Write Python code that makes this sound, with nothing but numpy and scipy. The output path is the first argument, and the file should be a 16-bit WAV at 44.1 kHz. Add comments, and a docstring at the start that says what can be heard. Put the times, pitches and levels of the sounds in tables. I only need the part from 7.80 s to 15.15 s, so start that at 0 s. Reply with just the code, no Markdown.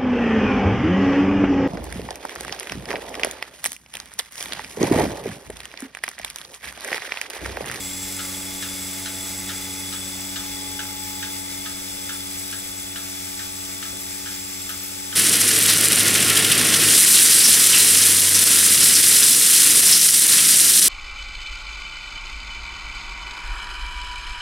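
"""A portable milking machine runs in an open cow barn. From the start its four-vane vacuum pump hums,
rings its housing and hisses at the exhaust, while the pulsator lets in a puff of air a little over twice
a second. From 1.6 s the listener turns slowly away to the right: the treble leans left and the machine
softens. Near 3.2 s a whine, a standing wave in the barn, crests and then spreads wide.
Just after 6 s a cow shifts a hoof and a tether chain tinkles, then tinkles again around 7 s."""
import sys
import numpy as np
from scipy import signal
from scipy.fft import rfft, irfft, next_fast_len
from scipy.io import wavfile
from scipy.ndimage import map_coordinates

SR = 44100
rng = np.random.default_rng(int(sys.argv[2]) if len(sys.argv) > 2 else 0)


def transcribe(signal):
    """Save signal, clipped to [-1, 1], as a 16-bit WAV file at the path in sys.argv[1]."""
    frames = np.atleast_2d(signal).T
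    limited = np.clip(frames, -1, 1)
    pcm = np.round(limited * 32767).astype(np.int16)
    wavfile.write(sys.argv[1], SR, pcm)


N = 324267
T = np.arange(N) / SR

SHAFT_HZ, MAINS_HZ, VANES = 23.525, 50, 4
WHINE_ORDER = 9 * VANES
# The listener's turn, (start [s], end [s]): the pump slips off axis and is left behind.
OFF_AXIS_S, BEHIND_S = (1.57, 2.86), (1.87, 5.7)
# Fader moves shared by several layers, (gain before [dB], gain after [dB]).
WIDTH_DB, RUSH_DB = (-3.8, 2), (-51.5, -57)


def amp(db):
    """Decibels as a linear gain."""
    return 10 ** (np.asarray(db) / 20)


def unit(x):
    """x at rms 1."""
    return x / np.sqrt(np.mean(x ** 2) + 1e-20)


def along(points, hz):
    """A curve through (frequency, value) points on a log frequency axis."""
    freqs, values = np.transpose(points)
    return np.interp(np.log(hz + 1), np.log(freqs + 1), values)


def wobble(rate):
    """A smooth random curve, rate knots a second."""
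    coarse = T[::64]
    knots = rng.standard_normal(int(T[-1] * rate) + 4)
    return np.interp(T, coarse, map_coordinates(knots, [coarse * rate]))


def glide(levels, span):
    """A straight fade between two levels over a span of seconds."""
    return np.interp(T, span, levels)


def bump(time, half_length):
    """A smooth rise to 1 and back around the given time."""
    return np.exp(-((T - time) / half_length) ** 2)


def burst(start, rise, t60):
    """An envelope that opens quickly and dies away."""
    age = np.maximum(T - start, 0)
    return (1 - np.exp(-age / rise)) * amp(-60 * np.minimum(age / t60, 3))


def filtered(x, response):
    """x through a complex frequency response."""
    size = next_fast_len(N + SR // 2)
    return irfft(rfft(x, size) * response(np.fft.rfftfreq(size, 1 / SR)), size)[..., :N]


def white():
    """Two unrelated noises: the direct sound and its scattered twin."""
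    return rng.standard_normal((2, N))


def noise(spectrum):
    """A noise pair of rms 1 with the given colour."""
    return unit(filtered(white(), lambda hz: amp(along(spectrum, hz))))


def ring(x, modes):
    """x through parallel resonances, each (frequency [Hz], bandwidth [Hz], gain [dB])."""
    return filtered(x, lambda f: sum(amp(db) * 1j * f * width / (hz * hz - f * f + 1j * f * width)
                                     for hz, width, db in modes))


# Brief lifts in single voices of the pump: (time [s], half length [s], boost [dB], voice)
SWELLS = [(.16, 0.17, 5, "squeal"), (1.58, 0.17, 3, "high squeal"), (1.662, 0.28, 7.5, "whine"),
          (1.677, 0.066, 3.2, "hum"), (1.85, 0.3, 2, "clatter"), (2.25, 0.25, 3.5, "high squeal"),
          (2.802, 0.24, 2.5, "clatter"), (3.3, .25, 3, "top hiss"), (4.65, 0.45, 4, "sizzle"),
          (6.8, 0.66, 4.5, "squeal")]
def swell(voice):
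    """The dB that its brief swells add to a voice."""
    return sum(db * bump(time, half) for time, half, db, name in SWELLS if name == voice)


# Stereo width across the spectrum: (frequency [Hz], side gain [dB])
SIDE_EQ = [(50, -18), (150, -12), (450, -2), (700, -9), (1100, 5), (1300, -11), (1800, -6.5), (2600, -3),
           (3500, -2.5), (4400, -4.5), (4950, 1), (6400, -7), (7850, -0.5), (8700, -5), (10000, -1),
           (11400, -8), (13000, -1)]
def spread(pair, lag_s=.0001, lead_share=.56):
    """Mid and side: the direct sound reaches the left slightly early, the scatter is unrelated."""
    def share(hz):
        return lead_share * np.tanh(6 * np.sin(2 * np.pi * hz * lag_s)) / (1 + (hz / 13000) ** 4)
    direct = filtered(pair[0], lambda hz: 1j * share(hz) * amp(along(SIDE_EQ, hz)))
    scatter = filtered(pair[1], lambda hz: np.sqrt(1 - share(hz) ** 2) * amp(along(SIDE_EQ, hz)))
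    return np.array([pair[0], amp(glide(WIDTH_DB, OFF_AXIS_S)) * (direct + scatter)])


# Reverb decay of the barn: (frequency [Hz], t60 [s])
BARN_DECAY = [(200, .45), (2000, 0.22), (10000, 0.052)]
def barn_reverb(x):
    """The short, dark answer of the tin roof and the walls."""
    hz, t, spectrum = signal.stft(rng.standard_normal((2, SR // 2)), SR, nperseg=256)
    decay = amp(-60 * t / along(BARN_DECAY, hz)[:, None])
    tail = signal.istft(spectrum * decay, SR, nperseg=256)[1]
    return signal.fftconvolve(x, tail / np.linalg.norm(tail[0]), axes=1)[:, :N]


# Colour of the barn's low bed: (frequency [Hz], relative level [dB])
RUMBLE_EQ = [(8, -13), (22, -10), (47, -1.5), (75, -6.5), (115, -15.5), (200, -23), (500, -61)]
def barn_rumble():
    """A bed of rumble that eases as the pump is left behind."""
    return amp(glide((-52.5, -55), BEHIND_S)) * noise(RUMBLE_EQ)


# Hoof cue: (time [s], level [dB])
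HOOF_STEPS = [(6.125, -41.5)]
# Colour of the thud: (frequency [Hz], relative level [dB])
THUD_EQ = [(60, -15), (140, 1), (300, -1), (550, 2), (1000, -34), (3000, -60)]
def hoof():
    """A hoof comes down on the soft floor with a dull thud."""
    return sum(amp(db) * burst(time, rise=.014, t60=.3) for time, db in HOOF_STEPS) * noise(THUD_EQ)


# Chain link hits: (time [s], pitch [Hz], level [dB])
LINK_HITS = [(6.19, 13000, -42), (6.205, 12400, -36), (6.24, 12500, -46), (6.89, 13200, -33),
             (6.91, 13200, -37), (7.03, 13100, -34), (7.065, 11200, -43), (7.075, 12900, -38)]
def tether_chain(bandwidth_hz=400):
    """Small links touch, each with a short, bright ring."""
    out = np.zeros((2, N))
    for time, hz, db in LINK_HITS:
        mode = [(hz, bandwidth_hz, 0)]
        out += amp(db) * burst(time, rise=.002, t60=.14) * unit(ring(ring(white(), mode), mode))
    return out


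# Colour of the cooling air: (frequency [Hz], relative level [dB])
RUSH_EQ = [(90, -30), (150, -3), (230, 1), (400, -2), (520, -2.5), (760, -3), (870, 6), (930, -3),
           (1040, -7), (1160, -2), (1400, -15), (2500, -40)]
def motor_rush(scoop_hz=900, scoop_start_s=3.7):
    """The motor's cooling air, as mid and side; the mid hollows out as the listener turns away."""
    mid, side = noise(RUSH_EQ)
    turned = np.clip(T - scoop_start_s, 0, 1)
    mid = mid - .75 * turned * filtered(mid, lambda hz: np.exp(-((hz - scoop_hz) / 170) ** 2))
    side = filtered(side, lambda hz: amp(along(SIDE_EQ, hz)))
    mid_db = glide(RUSH_DB, BEHIND_S) + .89 * wobble(3.96)
    side_db = -53 + .63 * glide(WIDTH_DB, OFF_AXIS_S)
    return np.array([amp(mid_db) * mid, amp(side_db) * side])


# Colour of the exhaust hiss: (frequency [Hz], relative level [dB])
HISS_EQ = [(1050, -12.5), (1220, -3), (1370, -2), (1800, -2), (2400, 1.5), (3000, -3), (3800, 0),
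           (4600, -2), (5300, 3), (6800, 2), (8600, 0.5), (11600, -4.5), (13500, -3), (15700, -3.5)]
def exhaust(pulsing=.017, top_hz=13500):
    """Air leaves the pump in a hiss that pulses with the vanes; its thin top swells once."""
    flow = 1 - pulsing * np.cos(2 * np.pi * VANES * SHAFT_HZ * T)
    level_db = glide((-33.5, -35.5), OFF_AXIS_S) + .71 * wobble(14)
    hiss = amp(level_db) * flow * noise(HISS_EQ)
    top = filtered(hiss, lambda hz: 1 / (1 + (top_hz / (hz + 1)) ** 20))
    return hiss + (amp(swell("top hiss")) - 1) * top


def vane_strokes(sharpness, scatter_db=1.0):
    """One soft pulse for each passing vane, each of its own strength."""
    cycle = T * SHAFT_HZ * VANES
    strength = amp(scatter_db * rng.standard_normal(int(cycle[-1]) + 1))
    return unit(strength[cycle.astype(int)] * np.abs(np.sin(np.pi * cycle)) ** sharpness)


def scraped(modes, force, drift_db=1.0):
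    """Steep-sided metal modes, each rubbed by its own noise and drifting in level; rms 1 in all."""
    metal = np.zeros((2, N))
    for hz, width, db in modes:
        gain = amp(db + drift_db * wobble(3))
        rung = ring(white() * force, [(hz, width, 0)])
        metal += gain * ring(rung, [(hz, 2 * width, 0)])
    return unit(metal * (1 + .3 * force))


# Housing modes in five voices, low to high: (frequency [Hz], bandwidth [Hz], relative level [dB])
GROAN_MODES = [(2089, 85, 3.5), (2201, 56, 1.5)]
CLATTER_MODES = [(3435, 85, 0), (4930, 140, -7)]
SQUEAL_MODES = [(7415, 110, 0), (7540, 110, -5)]
HIGH_SQUEAL_MODES = [(7822, 50, 0), (7950, 150, -8)]
SIZZLE_MODES = [(9650, 300, -2), (10130, 160, 0), (12900, 400, -7)]
def housing():
    """The vanes scrape past the ports four times a turn and ring the pump's metal."""
    rubs = vane_strokes(sharpness=.44) * (1 + .065 * np.sin(2 * np.pi * 2 * SHAFT_HZ * T))
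    knocks = vane_strokes(sharpness=.81)
    groan = amp(glide((-48.5, -55), BEHIND_S)) * scraped(GROAN_MODES, knocks)
    clatter = amp(glide((-43.5, -47.5), BEHIND_S) + swell("clatter")) * scraped(CLATTER_MODES, knocks)
    squeal = amp(glide((-43, -49.5), OFF_AXIS_S) + swell("squeal")) * scraped(SQUEAL_MODES, rubs)
    high = amp(glide((-41.5, -45.5), BEHIND_S) + swell("high squeal")) * scraped(HIGH_SQUEAL_MODES, rubs)
    sizzle = amp(glide((-40.5, -45.5), OFF_AXIS_S) + swell("sizzle")) * scraped(SIZZLE_MODES, rubs)
    return groan + clatter + squeal + high + sizzle


def whine(shaft_angle, crest_s=3.22, into_node_s=(2.6, 3.34)):
    """A standing wave, as mid and side: a crest passes, then in the node left and right oppose."""
    mid = amp(glide((-54.5, -66), BEHIND_S)) + amp(-47.5) * bump(crest_s, half_length=.46)
    side = amp(glide((-66, -41.5), into_node_s))
    level_db = swell("whine") + np.array([1.9 * wobble(4.03), -1.5 * wobble(4.27)])
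    phase = WHINE_ORDER * shaft_angle
    return amp(level_db) * np.array([mid * np.sin(phase), side * np.cos(phase)])


def mains_hum():
    """The motor's magnetic hum at twice and four times the mains frequency, as mid and side."""
    phase = 2 * np.pi * MAINS_HZ * T
    return amp([[-60], [-75]]) * np.sin(2 * phase) + amp([[-57.5], [-69]]) * np.sin(4 * phase)


# Hum partials; multiples of 4 are the vanes: (shaft order, base mid level [dB], base side level [dB])
HUM_PARTIALS = [(4, -48.3, -65), (8, -48, -60), (12, -44, -49.6), (14, -63.5, -73), (15, -67, -77),
                (16, -53.4, -65), (18, -62, -64), (20, -62.5, -71), (23, -67, -69), (24, -60.5, -60),
                (28, -60, -57.5), (32, -68, -71), (35, -72, -65), (37, -64, -63), (49, -64.5, -60),
                (54, -68, -78), (82, -66, -72), (84, -62.5, -70), (90, -63.5, -69), (94, -65, -71)]
# Partials that stand in the barn and shift with the turn: (shaft order, near trim [dB], far trim [dB])
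STANDING_WAVES = [(8, 0.5, -1.6), (16, -1.5, 1), (24, 1, -4.5)]
def pump_hum(strong_waver_db=.8, weak_waver_db=3.0):
    """The shaft's harmonics, with the whine and the motor's magnetic hum, as mid and side."""
    shaft_angle = 2 * np.pi * SHAFT_HZ * T + .0079 * wobble(11)
    fade_db = glide((0, -3.5), BEHIND_S) + swell("hum")
    fade_db -= fade_db.mean()
    out = np.zeros((2, N))
    for order, mid_db, side_db in HUM_PARTIALS:
        phase = order * shaft_angle + rng.uniform(0, 2 * np.pi)
        trim_db = (strong_waver_db if mid_db > -56 else weak_waver_db) * wobble(4.07)
        trim_db += sum(glide((near, far), BEHIND_S) for k, near, far in STANDING_WAVES if k == order)
        follow = 1 if order < 13 else .75  # low orders come straight from the pump, higher fill the barn
        out[0] += amp(mid_db + trim_db + follow * fade_db) * np.sin(phase)
        out[1] += amp(side_db + trim_db + .34 * fade_db) * np.cos(phase)  # the left leads
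    # The uneven vanes leave a faint comb on the orders in between.
    rush_db = glide(RUSH_DB, BEHIND_S)
    comb_gain = amp(-71 + np.array([1.2 * (rush_db - rush_db.mean()), glide(WIDTH_DB, OFF_AXIS_S)]))
    taken = {row[0] for row in HUM_PARTIALS} | {WHINE_ORDER}
    for order in sorted(set(range(13, 56)) - taken):
        phase = order * shaft_angle + rng.uniform(0, 2 * np.pi)
        colour_db = along(RUSH_EQ, order * SHAFT_HZ) + rng.normal(0, 1)
        out += amp(colour_db) * comb_gain * np.array([np.sin(phase), np.cos(phase)])
    return np.sqrt(2) * (out + whine(shaft_angle) + mains_hum())


# The valve chamber's hollow tock: (frequency [Hz], bandwidth [Hz], relative level [dB])
VALVE_MODES = [(1372, 42, 8), (1480, 170, -4), (1596, 150, 3.5)]
# Colour of the air through the vent: (frequency [Hz], relative level [dB])
JET_EQ = [(1000, -34), (2000, -7), (2700, 6), (3900, 5), (4700, -4), (6300, 3), (10000, -31)]
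def pulsator(first_s=.3905, period_s=.43344, rise_s=.00073, scatter_db=.5):
    """The valve snaps to and fro at even intervals and air rushes in, sounding the valve chamber."""
    chamber_env, jet_env, clicks = np.zeros((3, N))
    for stroke, time in enumerate(np.arange(first_s, T[-1], period_s)):
        db = scatter_db * rng.standard_normal()
        accent_db = stroke % 2  # the return stroke hits harder
        spurt = .66 * burst(time, rise_s, t60=.025)
        chamber_env += amp(db + accent_db) * (burst(time, rise_s, t60=.11) + spurt)
        jet_env += amp(db + accent_db / 2) * (burst(time, rise_s, t60=.14) + spurt)
        clicks[round(time * SR)] = amp(db + 15)  # the slide hits its stop
    air = white()
    tock = ring(air * chamber_env + clicks, VALVE_MODES) / ring(air, VALVE_MODES).std()
    tock = signal.sosfilt(signal.butter(3, (1200, 1850), btype="band", fs=SR, output="sos"), tock)
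    jet = jet_env * noise(JET_EQ)
    return amp(glide((-34.5, -35.5), BEHIND_S)) * tock + amp(glide((-33, -37.5), BEHIND_S)) * jet


def scene():
    """The machine and the cow in stereo; the turn shades the treble on the far side."""
    puffs = pulsator()
    drone = pump_hum() + motor_rush()
    machine = housing() + exhaust() + puffs
    barn = barn_rumble() + amp(-3) * barn_reverb(puffs)
    cow = tether_chain() + hoof()
    mid, side = drone + spread(machine + barn + cow)
    stereo = np.array([mid + side, mid - side]) * amp([[.2], [-.2]])
    treble = filtered(stereo, lambda hz: 1 / (1 + (9500 / (hz + 1)) ** 3))
    lean_db = glide((0, 3), OFF_AXIS_S)  # left up, right down
    return stereo + treble * (amp([lean_db, -lean_db]) - 1)


def record(dry):
    """A brick-wall high cut at 15750 Hz on the whole mix."""
    return filtered(dry, lambda hz: hz < 15750)


dry = scene()
out = record(dry)
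transcribe(out)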